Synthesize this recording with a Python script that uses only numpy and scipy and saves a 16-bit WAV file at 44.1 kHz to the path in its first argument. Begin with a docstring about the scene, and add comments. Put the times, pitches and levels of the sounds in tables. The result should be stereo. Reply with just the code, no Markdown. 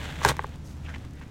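"""A lump of gritty soil is swept across a plastic tub and smacked against its wall: a knock, then a crunch.
The knock is the ringing wall over a brief boom of the base; the crunch is clouds of grain clicks.
Two pieces drop back on the plastic, crumbs tick down and loose soil rustles faintly.
A low drone, like a far engine, lies underneath in outdoor rumble. Close, dry and almost mono."""
import sys
import numpy as np
from scipy import signal
from scipy.fft import rfft, irfft, next_fast_len
from scipy.io import wavfile
from scipy.ndimage import uniform_filter1d

SR = 44100
rng = np.random.default_rng(int(sys.argv[2]) if len(sys.argv) > 2 else 0)


def waveform_to_disk(signal):
    """Save audio, clipped to [-1, 1], as 16-bit WAV at the path in sys.argv[1]."""
    frames = np.transpose(np.atleast_2d(signal))
    scaled = np.clip(frames, -1, 1) * 32767
    samples = np.round(scaled).astype(np.int16)
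    wavfile.write(sys.argv[1], SR, samples)


N = 57330
TIME_S = np.arange(N) / SR

# Lumps hitting the wall. Each row: start in seconds, level in dB, contact cut-off in Hz.
WALL_HITS = [(.093, -36, 2200), (.2163, -19, 1300), (.232, -28, 5000), (.243, -29, 4000),
             (.2491, -6.5, 6000), (.2502, -6, 1100), (.2578, -22, 2500), (.2632, -8, 330), (.27, -8, 520),
             (.2775, -24, 3000), (.283, -22, 2500), (.2957, -18, 7000), (.3065, -19, 2200),
             (.317, -18, 1200), (.3412, -29, 1100), (.3677, -33, 3000), (.3923, -12, 1550),
             (.409, -41, 2500), (.4245, -37, 2600), (.4385, -35, 2000), (.4432, -12.5, 780),
             (.885, -34, 2000), (.942, -34, 2000), (.96, -37, 1500), (1.0485, -41, 2200),
             (1.2135, -41, 2400)]
# Soil landing on the base. Each row: start in seconds, level in dB.
BASE_HITS = [(.2575, -23), (.297, -21.5)]
# Modes of the wall and the loaded base. 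Each row: frequency in Hz, gain in dB, T60 in seconds.
WALL_MODES = [(395, -21, .06), (485, -21, .06), (660, -12, .014), (860, -3, .019), (1140, -1, .016),
              (1550, -3, .013), (2030, -2, .01), (2450, -6, .008), (3100, -8.5, .008), (3900, -7, .006),
              (5500, -8, .004), (7300, -10, .004)]
BASE_MODES = [(71, -7, .14), (119, 0, .09)]
# One sign per wall mode.
WALL_MODE_SIGNS = [1, 1, -1, 1, -1, -1, 1, -1, 1, -1, 1, -1]
SPOT_SPREAD_DB, SPOT_DETUNE = 1.1, .018  # each spot on the wall rings a little differently

# Grain cloud envelopes. Each: start, attack, hold and release T60 in seconds, level in dB.
GRAZE_ENVELOPE = (.229, .003, .014, .018, -34)
CRUSH_ENVELOPE = (.249, .002, .012, .052, -22)
SPRAY_ENVELOPE = (.271, .016, .010, .09, -25.3)
SLUMP_ENVELOPE = (.254, .006, .054, .04, -28)
TRICKLE_ENVELOPE = (.635, .025, .05, .25, -58)
BURST_GRAINS_PER_S, SPRAY_GRAINS_PER_S, LOOSE_GRAINS_PER_S = 4000, 3000, 7000
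BUNCH_S, BUNCH_DB = .002, 2.1

# Single grains snapping or landing. Each row: start in seconds, relative level in dB.
GRAIN_TICKS = [(.2325, -20), (.2438, -22), (.2494, -1), (.2501, -5), (.2604, -12), (.2664, -19),
               (.281, -15), (.2874, -6), (.2901, -7), (.2924, -3), (.2962, -12), (.3045, -15), (.3085, -16),
               (.3125, -17), (.3672, -26), (.368, -20), (.386, -31), (.4255, -33), (.437, -30), (.44, -31),
               (.4682, -29), (.493, -33), (.559, -31), (.5835, -38), (.7678, -36), (.9833, -32),
               (1.0502, -31), (1.1091, -34), (1.136, -34), (1.1964, -38), (1.2253, -39), (1.237, -38)]
TICK_T60_S, TICK_TAIL_GAIN = .005, .19
# Soil sliding before and after the blow. Each row: time in seconds, level in dB.
SLIDE_LEVELS = [(0, -40), (.06, -39), (.13, -43), (.18, -43), (.225, -40), (.335, -50), (.42, -50),
                (.48, -55), (.555, -54), (.59, -71), (.69, -65), (.81, -72), (.98, -57), (1.07, -59),
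                (1.1, -73), (1.24, -60), (1.3, -66)]
# Small shifts of soil. Each row: centre and half width in seconds, level in dB, resonance in Hz.
SOIL_SHIFTS = [(.86, .014, -49, 2600), (.895, .012, -42, 1500), (.925, .013, -51, 1700),
               (.946, .005, -39.5, 2100), (.961, .004, -42.5, 1900), (1.049, .003, -50, 1800),
               (1.185, .02, -57, 2000), (1.215, .002, -47, 2200), (1.228, .008, -49.5, 1800)]

# Far drone. Each row: time in seconds, pitch in Hz, level in dB.
DRONE_TRACK = [(0.0, 74.2, -45), (0.202, 76.3, -37), (0.318, 73.3, -35), (0.39, 74.9, -43),
               (0.668, 77.4, -43), (0.9, 77.1, -36), (1.096, 73.3, -46), (1.3, 75.6, -50)]
# Its harmonics. Each row: multiple of the pitch, gain in dB.
DRONE_HARMONICS = [(1, -1), (2, -11)]
# Outdoor rumble. Each row: time in seconds, level in dB.
RUMBLE_LEVELS = [(0, -39.5), (.45, -40), (.6, -41.5), (.95, -39.5), (1.1, -42.5), (1.3, -42.5)]

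# Spectra of the soil sounds and the rumble. Each row: frequency in Hz, relative gain in dB.
GRAZE_SPECTRUM = [(300, -9), (1100, 0), (2500, -6), (4800, -11), (6500, -6), (10000, -22), (15500, -31)]
CRUSH_SPECTRUM = [(100, -8), (250, -7), (390, 4), (620, -3), (860, 1), (1250, -8), (1560, 1), (2500, -10),
                  (3500, -14), (4800, -22), (7000, -15), (10000, -29), (15500, -36)]
SPRAY_SPECTRUM = [(300, -10), (900, -4), (1700, 0), (3700, -1.5), (5000, -8), (8800, -8.5), (10800, -20),
                  (15500, -22)]
SLUMP_SPECTRUM = [(20, -25), (50, -9), (80, -3), (125, 3), (190, -6), (260, -5), (350, 1), (490, 1),
                  (720, -6), (1100, -5), (2000, -12), (4000, -28), (9000, -34), (15500, -44)]
TICK_SPECTRUM = [(300, -14), (1500, 0), (3500, 3), (8000, 1.5), (11000, -4), (14500, -7), (16000, -13)]
SLIDE_SPECTRUM = [(150, -4), (400, -1), (750, 0), (1100, -3), (1550, 1), (2400, -2.5), (3500, -4),
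                  (4900, -16), (7200, -15), (10000, -25), (15500, -29)]
RUSTLE_SPECTRUM = [(150, -8), (400, 0), (700, 2), (1100, -3), (1550, 1), (2500, -2), (3500, -5),
                   (4700, -14), (6000, -12), (7500, -17), (10000, -26), (15500, -32)]
TRICKLE_SPECTRUM = [(1000, -18), (3500, -8), (5800, 0), (8000, -6), (11000, -10), (15500, -16)]
RUMBLE_SPECTRUM = [(20, -5), (45, -2), (65, 0), (100, -1), (140, 2.5), (190, -7), (270, -8), (380, -18),
                   (600, -22), (1000, -26), (2000, -32), (4000, -37), (7000, -41), (10000, -48),
                   (15500, -54)]


def wall_knocks():
    """Each lump gives the wall a short push; the softer the lump, the duller the ring."""
    out = np.zeros(N + SR)
    age_s = np.arange(SR // 8) / SR
    for start_s, level_db, cutoff_hz in WALL_HITS:
        contact = np.minimum(2 * np.pi * cutoff_hz * age_s, 60)
        push = contact * np.exp(-contact)
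        push *= from_db(level_db) / push.sum()
        at = int(start_s * SR)
        for sign, (hz, mode_db, t60_s) in zip(WALL_MODE_SIGNS, WALL_MODES):
            gain = sign * from_db(mode_db + SPOT_SPREAD_DB * rng.standard_normal())
            spot_hz = hz * (1 + SPOT_DETUNE * rng.standard_normal())
            out[at:at + len(age_s)] += gain * ring(push, spot_hz, t60_s)
    return out[:N]


def base_thuds():
    """The soil's weight makes the tub's base boom briefly."""
    push = np.zeros(N)
    for start_s, level_db in BASE_HITS:
        push[int(start_s * SR)] = from_db(level_db)
    return sum(from_db(mode_db) * ring(push, hz, t60_s) for hz, mode_db, t60_s in BASE_MODES)


def lump_burst():
    """The lump grazes the heap, is crushed on the wall, sprays grit and slumps down."""
    graze = envelope(*GRAZE_ENVELOPE) * grain_cloud(GRAZE_SPECTRUM, BURST_GRAINS_PER_S, spread_db=4)
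    crush = envelope(*CRUSH_ENVELOPE) * grain_cloud(CRUSH_SPECTRUM, BURST_GRAINS_PER_S, spread_db=3)
    spray = envelope(*SPRAY_ENVELOPE) * grain_cloud(SPRAY_SPECTRUM, SPRAY_GRAINS_PER_S, spread_db=4)
    slump = envelope(*SLUMP_ENVELOPE) * grain_cloud(SLUMP_SPECTRUM, BURST_GRAINS_PER_S, spread_db=2.5)
    return graze + crush + spray + slump


def grain_ticks():
    """Hard grains click with a short gritty tail, among sparse finer crumbs."""
    ticks = np.zeros(N + SR)
    age_s = np.arange(SR // 50) / SR
    decay = np.exp(-np.log(1000) * age_s / TICK_T60_S)
    for start_s, level_db in GRAIN_TICKS:
        tick = TICK_TAIL_GAIN * rng.standard_normal(len(age_s)) * decay
        tick[0] = 1
        at = int(start_s * SR)
        ticks[at:at + len(age_s)] += from_db(level_db - 3) * tick
    crumbs = from_db(-73) * unit_rms(grain_clicks(per_s=70, spread_db=5))
    return colour(ticks[:N] + crumbs, TICK_SPECTRUM)


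def loose_soil():
    """Fine soil slides throughout, shifts in short pitched rustles and trickles once."""
    slide = level_curve(SLIDE_LEVELS) * grain_cloud(SLIDE_SPECTRUM, LOOSE_GRAINS_PER_S, spread_db=3)
    rustles = np.zeros(N)
    for centre_s, half_width_s, level_db, hz in SOIL_SHIFTS:
        grit = grain_cloud(RUSTLE_SPECTRUM, LOOSE_GRAINS_PER_S, spread_db=3)
        pitched = unit_rms(resonance(grit, hz, q=2.6))
        swell = np.exp(-.5 * ((TIME_S - centre_s) / half_width_s) ** 2)
        rustles += from_db(level_db) * swell * unit_rms(pitched + from_db(-1) * grit)
    sand = grain_cloud(TRICKLE_SPECTRUM, LOOSE_GRAINS_PER_S, spread_db=2)
    return slide + rustles + envelope(*TRICKLE_ENVELOPE) * sand


def far_drone():
    """Two low harmonics waver in pitch and level, like a far engine."""
    times_s, pitch_hz, level_db = np.transpose(DRONE_TRACK)
    cycles = np.cumsum(np.interp(TIME_S, times_s, pitch_hz)) / SR + rng.random()
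    tone = sum(from_db(db) * np.sin(2 * np.pi * multiple * cycles) for multiple, db in DRONE_HARMONICS)
    return np.sqrt(2) * from_db(np.interp(TIME_S, times_s, level_db)) * tone


def outdoor_rumble():
    """Low noise with faint hiss, drifting in level."""
    return level_curve(RUMBLE_LEVELS) * unit_rms(colour(rng.standard_normal(N), RUMBLE_SPECTRUM))


def grain_clicks(per_s, spread_db):
    """Random clicks of uneven size and either sign, louder in short bunches."""
    bunches = unit_rms(uniform_filter1d(rng.standard_normal(N), size=int(BUNCH_S * SR)))
    size_db = spread_db * np.minimum(rng.exponential(1, N), 3) + BUNCH_DB * np.clip(bunches, -2, 2)
    signs = rng.choice([-1, 1], N)
    hits = rng.random(N) < per_s / SR
    return from_db(size_db) * signs * hits


def grain_cloud(spectrum, per_s, spread_db):
    """Filtered grain clicks at unit rms."""
    return unit_rms(colour(grain_clicks(per_s, spread_db), spectrum))


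def envelope(start_s, attack_s, hold_s, t60_s, level_db):
    """Linear rise, hold, exponential decay."""
    age_s = TIME_S - start_s
    rise = np.clip(age_s / attack_s, 0, 1)
    decay = np.exp(-np.log(1000) * np.maximum(age_s - attack_s - hold_s, 0) / t60_s)
    return from_db(level_db) * rise * decay


def level_curve(points):
    """Gain over time through (seconds, dB) points."""
    return from_db(np.interp(TIME_S, *np.transpose(points)))


def colour(x, spectrum):
    """Minimum-phase filter through (Hz, dB) points."""
    size = 2 * next_fast_len(N)
    hz, db = np.transpose(spectrum)
    bins_hz = np.arange(size // 2 + 1) * SR / size
    curve_db = np.interp(np.log(bins_hz + 1), np.log(hz), db)
    cepstrum = irfft(np.log(from_db(curve_db)))
    cepstrum[1:size // 2] *= 2
    cepstrum[size // 2 + 1:] = 0
    return irfft(rfft(x, size) * np.exp(rfft(cepstrum)))[:N]


def ring(push, hz, t60_s):
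    """One mode: a unit click starts a decaying sine of height 1."""
    radius = np.exp(-np.log(1000) / (t60_s * SR))
    angle = 2 * np.pi * hz / SR
    return signal.lfilter([0, np.sin(angle)], [1, -2 * radius * np.cos(angle), radius ** 2], push + 1e-18)


def resonance(x, hz, q):
    """Band-pass with unit peak gain."""
    radius = np.exp(-np.pi * hz / q / SR)
    feedback = [1, -2 * radius * np.cos(2 * np.pi * hz / SR), radius ** 2]
    return signal.lfilter(np.array([1, 0, -1]) * (1 - radius ** 2) / 2, feedback, x + 1e-18)


def from_db(db):
    return 10 ** (np.asarray(db) / 20)


def unit_rms(x):
    return x / np.sqrt(np.mean(x ** 2) + 1e-20)


def scene(side_db=-8.5, side_from_hz=9800):
    """All centred; only the top treble flickers between the sides."""
    mid = wall_knocks() + base_thuds() + lump_burst() + grain_ticks() + loose_soil()
    mid += far_drone() + outdoor_rumble()
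    highpass = signal.butter(8, side_from_hz, "high", fs=SR, output="sos")
    treble_power = uniform_filter1d(signal.sosfilt(highpass, mid) ** 2, size=128)
    hiss = unit_rms(signal.sosfilt(highpass, rng.standard_normal(N)))
    side = from_db(side_db) * np.sqrt(np.abs(treble_power)) * hiss
    return np.array([mid + side, mid - side])


def record(dry):
    """Steep low-pass at 16 kHz."""
    return signal.sosfilt(signal.ellip(10, .1, 80, 16000, fs=SR, output="sos"), dry)


dry = scene()
out = record(dry)
waveform_to_disk(out)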